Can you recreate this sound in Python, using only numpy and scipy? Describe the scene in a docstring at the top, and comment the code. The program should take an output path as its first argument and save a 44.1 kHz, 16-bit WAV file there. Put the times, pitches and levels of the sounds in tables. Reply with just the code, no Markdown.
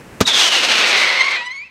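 """The low tail of an earlier shot dies away over faint hiss; a firework tube spits flame and pops, overloaded.
Three whistlers leave it at once: burning pipes, each a sine with overtones, falling in pitch as they burn.
At first they sputter in irregular shocks, a rasping screech whose ground echo lags more as they climb.
Their pitch lifts as they die; the rasp stops, and the last one alone goes on in a steadier tone.
Faint scattered echoes follow every sound of the new shot and the whistlers."""
import sys
import numpy as np
from scipy import signal
from scipy.fft import rfft, irfft, next_fast_len
from scipy.io import wavfile
from scipy.ndimage import uniform_filter1d, minimum_filter1d, map_coordinates

SR = 44100
rng = np.random.default_rng(int(sys.argv[2]) if len(sys.argv) > 2 else 0)


def to_wav(s):
    """Save 16-bit WAV."""
    ch = np.atleast_2d(s).T  # columns
    pcm = np.round(np.clip(ch, -1, 1) * 32767)  # PCM
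    wavfile.write(sys.argv[1], SR, pcm.astype(np.int16))


N = 74970
T = np.arange(N) / SR  # s

# Spectrum of the earlier shot's low tail and the faint hiss: f/Hz, relative level/dB
TAIL_AND_HISS_SHAPE = [(25, 10), (90, 1), (250, -3.5), (450, -6.5), (900, -13.5), (2500, -15),
                       (3300, -26.5), (8000, -28.5), (16000, -38.5)]
# Loudness of that dying tail and hiss: t/s, level/dB
TAIL_AND_HISS_LEVEL = [(0, -33.5), (.03, -36.5), (.19, -34.5), (.4, -51), (1.0, -49), (1.7, -55)]

# Decay of the scattered echoes: f/Hz, t60/s
SCATTER_T60 = [(100, 0.13), (400, 0.84), (1000, 1), (2500, 0.99), (6000, 1), (14000, 0.51)]
SCATTER_DB, SCATTER_DELAY_S = -18.5, 0.025

# Resonances of the tube's boom: f/Hz, level/dB, t60/s
TUBE_MODES = [(105, -8, 0.055), (199, 0.5, 0.0378), (254, -13.5, 0.12), (397, 2.5, 0.026),
              (550, -29, 0.0083), (1210, -8, 0.041)]
# Spectrum of the flame and gas noise: f/Hz, relative level/dB
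GAS_SHAPE = [(100, -28), (600, 2), (2000, 0.5), (4000, -0.5), (7000, -6.5), (11000, -25), (16000, -42)]
SPIT_S, SPIT_DB, POP_S = .2054, -14, .2101
BLAST_S, BLAST_DB = 0.0016, 9.5
CRACK_DELAY_S, CRACK_DB, CRACK_T60_S = 0.00037, 2, 0.0051
GAS_DB, GAS_T60_S = -8, 0.068

# Pitch and tone of each whistler: t/s, f/Hz, level of the fundamental before choking/dB
FIRST_WHISTLER = [(0.247, 3846, -10), (.257, 3778, -11), (.283, 3649, -16), (.315, 3529, -32),
                  (.338, 3445, -21), (0.419, 3321, -22), (.49, 3045, -32), (.57, 2823, -19),
                  (.68, 2741, -36), (.83, 2599, -21), (.92, 2411, -51), (1.049, 2313, -23),
                  (1.12, 2165, -32), (1.215, 2061, -9.5), (1.237, 2178, -29), (1.255, 2242, -17),
                  (1.31, 2152, -20), (1.36, 2255, -36), (1.39, 2464, -27), (1.415, 2574, -31.5),
                  (1.439, 2744, -42)]
SECOND_WHISTLER = [(.27, 3881, -27), (.31, 3596, -32), (0.334, 3533, -17), (.385, 3530, -22.5),
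                   (.47, 3146, -23), (.62, 3058, -40), (.72, 3002, -23.5), (.92, 2483, -31),
                   (1.05, 2154, -18), (1.2, 2199, -30), (1.33, 2305, -25.5), (1.38, 2516, -29)]
LAST_WHISTLER = [(.262, 4042, -20), (.30, 3544, -18.5), (.35, 3324, -15.5), (0.431, 2954, -20.5),
                 (.55, 2817, -22.5), (0.769, 2455, -35), (.9, 2317, -29), (.98, 2044, -21.5),
                 (1.16, 1987, -22.5), (1.25, 2158, -20), (1.34, 2087, -20.5), (1.38, 1969, -28),
                 (1.42, 1917, -28), (1.45, 1961, -36.5), (1.476, 1970, -25), (1.495, 1996, -30),
                 (1.516, 2055, -25), (1.54, 2216, -33.5), (1.569, 2163, -29.5), (1.625, 2372, -31),
                 (1.663, 2700, -41), (1.681, 2540, -41.5)]
# Roughness of the burn, shared by all three: t/s, roughness (0 steady, about 1 rough)
ROUGHNESS = [(.25, 0.89), (.34, 0.79), (.45, 1.06), (.9, 1.02), (1.15, .7), (1.34, 0.59), (1.41, 0.16),
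             (1.5, 0.12), (1.7, 0.11)]
# Whole overtones: multiple of the pitch, base level/dB
OVERTONES = [(2, -16), (3, -27), (4, -40), (5, -51.5)]
# Half tones, heard when every other cycle is weak: multiple of the pitch, base level/dB
HALF_TONES = [(.5, -5.5), (1.5, -8.5), (2.5, -17.5), (3.5, -32), (4.5, -36)]
# Timbre offsets: t/s, second overtone level/dB (grows with the multiple), half tone level/dB
TIMBRE = [(.25, -16, -27), (1.05, -10, -13), (1.22, 4, -0.5), (1.3, 2.5, -4.5), (1.36, -2, -11),
          (1.42, 0, 2), (1.465, 10.5, 1.5), (1.495, -11, -8.5), (1.515, 5, -10.5), (1.54, -1.5, -10),
          (1.565, 6, -14), (1.60, -2.5, -32), (1.645, -7, -49)]
# Extra half tone level of the first, second and last whistler: level/dB
HALF_TONE_LEAN = [-6.5, 1.5, 0]
PARTIAL_SWING_DB, PARTIAL_SWING_RATE = 3, 49.77  # the rate in knots/s
ROUGH_WAVER, ROUGH_WAVER_RATE = .035, 330  # pitch scatter (share) at roughness 1, knots/s
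FINE_WAVER, FINE_WAVER_RATE = .006, 900  # tremble of even a steady burn: pitch scatter (share), knots/s
CHOKE_PER_ROUGHNESS, CHOKE_MAX, CHOKE_RATE = 1.72, .9, 170  # tone lost (share), its cap, knots/s

# Loudness of the rasp before its trims: t/s, body level/dB, treble level/dB
RASP_LEVEL = [(0.25, -34, -35), (0.272, -13.5, -19), (0.322, -21, -35.5), (0.35, -18, -26),
              (0.404, -12, -21.5), (0.49, -16.5, -25), (0.498, -22, -32), (0.53, -13, -24.5),
              (0.618, -18.5, -31), (0.644, -10.5, -23), (0.672, -18.5, -31.5), (0.72, -11, -25.5),
              (0.736, -14, -30.5), (0.792, -13, -26), (0.846, -11, -31.5), (0.852, -14, -31.5),
              (0.894, -12.5, -25.5), (0.96, -11.5, -32.5), (0.97, -12.5, -26), (1.172, -16.5, -37.5),
              (1.21, -17, -38), (1.234, -20, -46), (1.27, -22.5, -40), (1.276, -20.5, -50),
              (1.314, -19.5, -35), (1.336, -19, -46), (1.364, -20.5, -41), (1.385, -27, -68)]
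BODY_TRIM_DB, TREBLE_TRIM_DB = -1, 2.5
# Spectra of the rasp's body, treble and low end: f/Hz, relative level/dB
RASP_BODY = [(60, -51), (150, -35), (260, -31.5), (500, -7), (1000, -2.5), (2000, -0.5), (3000, -0.5),
             (4200, -0.5), (6000, -21.5), (7500, -17.5), (11000, -59.5)]
RASP_TREBLE = [(2000, -68.5), (4500, -2.5), (6300, 2.5), (8000, -6), (10000, -14), (13000, -23),
               (16000, -32)]
RASP_THUD = [(50, -22), (120, -14), (200, -1), (330, 5), (520, -1.5), (800, -27), (2000, -46)]
# Loudness of the rasp's low end: t/s, level/dB
THUD_LEVEL = [(.27, -42), (.33, -31.5), (.40, -34), (.5, -35.5), (.65, -31.5), (.78, -32), (.95, -33.5),
              (1.1, -40), (1.3, -43.5), (1.385, -44.5)]
RASP_START_S, RASP_RISE_S, BURNOUT_DB_PER_S = 0.2543, 0.03, 177
SHOCK_CYCLES, SHOCK_CYCLES_SCATTER = 4, 1.1  # pipe cycles between shocks, before rounding
SHOCK_JITTER_CYCLES, SHOCK_SIZE_SPREAD = .3, 0.49  # further scatter at roughness 1, size spread (share)
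RING_CYCLES, RING_SHARE = 0.82, 0.092  # the pipe's ring: cycles to fall to 1/e, level beside the shock
ECHO_START_S, CLIMB_S, ECHO_DELAY_S, ECHO_SHARE = .19, .41, .006, 0.24  # the lag grows towards .006 s

LOW_CUT_HZ, LIMIT, LIMIT_S = 90, 1, 0.00051
TOP_HZ, TOP_EDGE_HZ = 15900, 500  # middle and width of the treble cutoff


def amp(db):
    """Decibels to amplitude."""
    return 10 ** (np.asarray(db) / 20)


def unit(x):
    """x scaled to rms 1."""
    return x / np.sqrt(np.mean(x ** 2) + 1e-20)


def along(points, hz):
    """Reads (f/Hz, value) points on a log frequency axis."""
    f, v = np.transpose(points)
    return np.interp(np.log(hz + 1), np.log(f + 1), v)


def curves(rows):
    """One value per sample for each column after the time."""
    s, *columns = np.transpose(rows)
    return [np.interp(T, s, column) for column in columns]


def wobble(rate):
    """A smooth random curve, rate knots a second."""
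    return map_coordinates(rng.standard_normal(4096), [T * rate], mode="wrap")


def coloured(x, points):
    """x through a causal, minimum-phase filter of unit energy with the given spectrum."""
    size = 4096
    magnitude = amp(along(points, np.fft.rfftfreq(size, 1 / SR)))
    cepstrum = irfft(np.log(magnitude))
    # folding the cepstrum forward makes the filter causal
    cepstrum[1:size // 2] *= 2
    cepstrum[size // 2 + 1:] = 0
    response = irfft(np.exp(rfft(cepstrum)))
    return signal.fftconvolve(x, response / np.linalg.norm(response))[:N]


def noise(points):
    """Coloured noise of rms 1."""
    return unit(coloured(rng.standard_normal(N), points))


def tail_and_hiss():
    """The dying low tail of an earlier shot over faint background hiss: one shaped noise."""
    level_db, = curves(TAIL_AND_HISS_LEVEL)
    return amp(level_db) * noise(TAIL_AND_HISS_SHAPE)


def surroundings(x):
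    """Scattered echoes of the open ground: a noise tail whose decay depends on frequency."""
    hz, t, grains = signal.stft(rng.standard_normal(SR), SR, nperseg=256)
    decay = amp(-60 * t / along(SCATTER_T60, hz)[:, None])
    tail = signal.istft(grains * decay, SR, nperseg=256)[1]
    echoes = signal.fftconvolve(x, tail / np.linalg.norm(tail))[:N]
    return np.interp(T - SCATTER_DELAY_S, T, echoes)


def shot():
    """Flame spits, then the lift charge sends a blast wave, crack, tube boom and gas; the mic overloads."""
    t, fired = np.maximum(T - POP_S, 0), T >= POP_S
    spit = amp(SPIT_DB) * ((T >= SPIT_S) & ~fired)
    # the blast pressure jumps, then swings below zero before it settles
    blast = amp(BLAST_DB) * (1 - t / BLAST_S) * np.exp(-t / BLAST_S)
    boom = sum(amp(db - 60 * t / t60) * np.cos(2 * np.pi * hz * t) for hz, db, t60 in TUBE_MODES)
    onset = 1 - np.exp(-t / 0.000067)
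    crack_level = amp(CRACK_DB - 60 * np.abs(t - CRACK_DELAY_S) / CRACK_T60_S)
    crack = (t > CRACK_DELAY_S) * crack_level * rng.standard_normal(N)
    puff = fired * amp(GAS_DB - 60 * t / GAS_T60_S)
    gas = (spit + puff) * noise(GAS_SHAPE)
    # both pressure terms enter with their sign flipped
    return np.clip(gas + crack - (blast + boom) * onset, -1, 1)


def ground_echo(x):
    """Adds a ground reflection, which falls behind as the source climbs."""
    climb = 1 - np.exp(-np.maximum(T - ECHO_START_S, 0) / CLIMB_S)
    return x + ECHO_SHARE * map_coordinates(x, [(T - ECHO_DELAY_S * climb) * SR])


def shocks(rows, cycles):
    """Every few cycles the burn pops, at uneven times, scattered further when rough; each rings the pipe."""
    hz, _ = curves(rows)
    rough, = curves(ROUGHNESS)
    timing, sizing, spacing = rng.standard_normal((3, 2000))
    gaps = np.maximum(np.round(SHOCK_CYCLES + SHOCK_CYCLES_SCATTER * spacing), 1)
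    beat = np.cumsum(gaps)
    jitter = SHOCK_JITTER_CYCLES * np.interp(beat, cycles, rough) * timing
    at = np.searchsorted(cycles, beat + jitter)
    keep = (at > 0) & (at < N)
    at, size = at[keep], 1 + SHOCK_SIZE_SPREAD * np.tanh(sizing[keep])
    lag = np.arange(256)  # samples after the shock
    turns = hz[at, None] * lag / SR
    ring = RING_SHARE * np.cos(2 * np.pi * turns) * np.exp(-turns / RING_CYCLES)
    shape = (lag == 0) + ring
    return np.bincount((at[:, None] + lag).ravel(), (size[:, None] * shape).ravel(), N)[:N]


def rasp(train):
    """The joint rasp of the shocks in three bands, which stops as the fuel runs out."""
    train = ground_echo(train)
    body_db, treble_db = curves(RASP_LEVEL)
    thud_db, = curves(THUD_LEVEL)
    rise = np.clip((T - RASP_START_S) / RASP_RISE_S, 0, 1)
    burnout = amp(-BURNOUT_DB_PER_S * np.maximum(T - RASP_LEVEL[-1][0], 0))
    body = amp(body_db + BODY_TRIM_DB) * unit(coloured(train, RASP_BODY))
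    treble = amp(treble_db + TREBLE_TRIM_DB) * unit(coloured(train, RASP_TREBLE))
    thud = amp(thud_db) * unit(coloured(train, RASP_THUD))
    return rise * burnout * (body + treble + thud)


def partial(multiple, level_db, cycles):
    """One overtone or half tone, its level swinging at random."""
    swing_db = PARTIAL_SWING_DB * np.tanh(wobble(PARTIAL_SWING_RATE))
    return amp(level_db + swing_db) * np.sin(2 * np.pi * multiple * cycles)


def pipe(rows, lean_db):
    """One whistler's cycle count and tone; a rough burn makes it waver and keeps choking it."""
    hz, level_db = curves(rows)
    rough, = np.clip(curves(ROUGHNESS), 0, 1.2)
    over_db, half_db = curves(TIMBRE)
    waver = ROUGH_WAVER * rough * wobble(ROUGH_WAVER_RATE) + FINE_WAVER * wobble(FINE_WAVER_RATE)
    cycles = np.cumsum(hz * (1 + waver)) / SR
    wave = np.sin(2 * np.pi * cycles)
    for k, db in OVERTONES:
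        wave = wave + partial(k, db + over_db * k / 2, cycles)
    for k, db in HALF_TONES:
        wave = wave + partial(k, db + half_db + lean_db, cycles)
    fade_in = np.clip((T - rows[0][0]) / 0.021, 0, 1)
    fade_out = np.clip((rows[-1][0] - T) / 0.0034 + 1, 0, 1)
    choke_depth = np.clip(CHOKE_PER_ROUGHNESS * rough, 0, CHOKE_MAX)
    choke = choke_depth / (1 + np.exp(4 * wobble(CHOKE_RATE) + 2))
    # sqrt(2) makes the table level the rms of the fundamental
    return cycles, np.sqrt(2) * wave * fade_in * fade_out * amp(level_db) * (1 - choke)


def whistlers():
    """Three burning pipes: their tones, and the rasp of all their shocks together."""
    tones, train = np.zeros(N), np.zeros(N)
    for rows, lean_db in zip((FIRST_WHISTLER, SECOND_WHISTLER, LAST_WHISTLER), HALF_TONE_LEAN):
        cycles, tone = pipe(rows, lean_db)
        tones = tones + tone
        train = train + shocks(rows, cycles)
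    return tones + rasp(train)


def scene():
    """Earlier tail and hiss, then the shot and whistlers with their scattered echoes, as one channel."""
    direct = shot() + whistlers()
    return (tail_and_hiss() + amp(SCATTER_DB) * surroundings(direct) + direct)[None]


def record(dry):
    """The recorder cuts deep bass, holds peaks down with a fast limiter and cuts the top of the band."""
    x = signal.sosfilt(signal.butter(2, LOW_CUT_HZ, "highpass", fs=SR, output="sos"), dry)
    width = max(int(LIMIT_S * SR), 8)  # samples
    needed_gain = LIMIT / np.maximum(np.abs(x), LIMIT)
    gain = uniform_filter1d(minimum_filter1d(needed_gain, width), width)
    size = next_fast_len(N + SR // 2)
    hz = np.fft.rfftfreq(size, 1 / SR)
    band = np.clip((TOP_HZ - hz) / TOP_EDGE_HZ + .5, 0, 1)
    return irfft(rfft(x * gain, size) * band, size)[..., :N]


dry = scene()
out = record(dry)
to_wav(out)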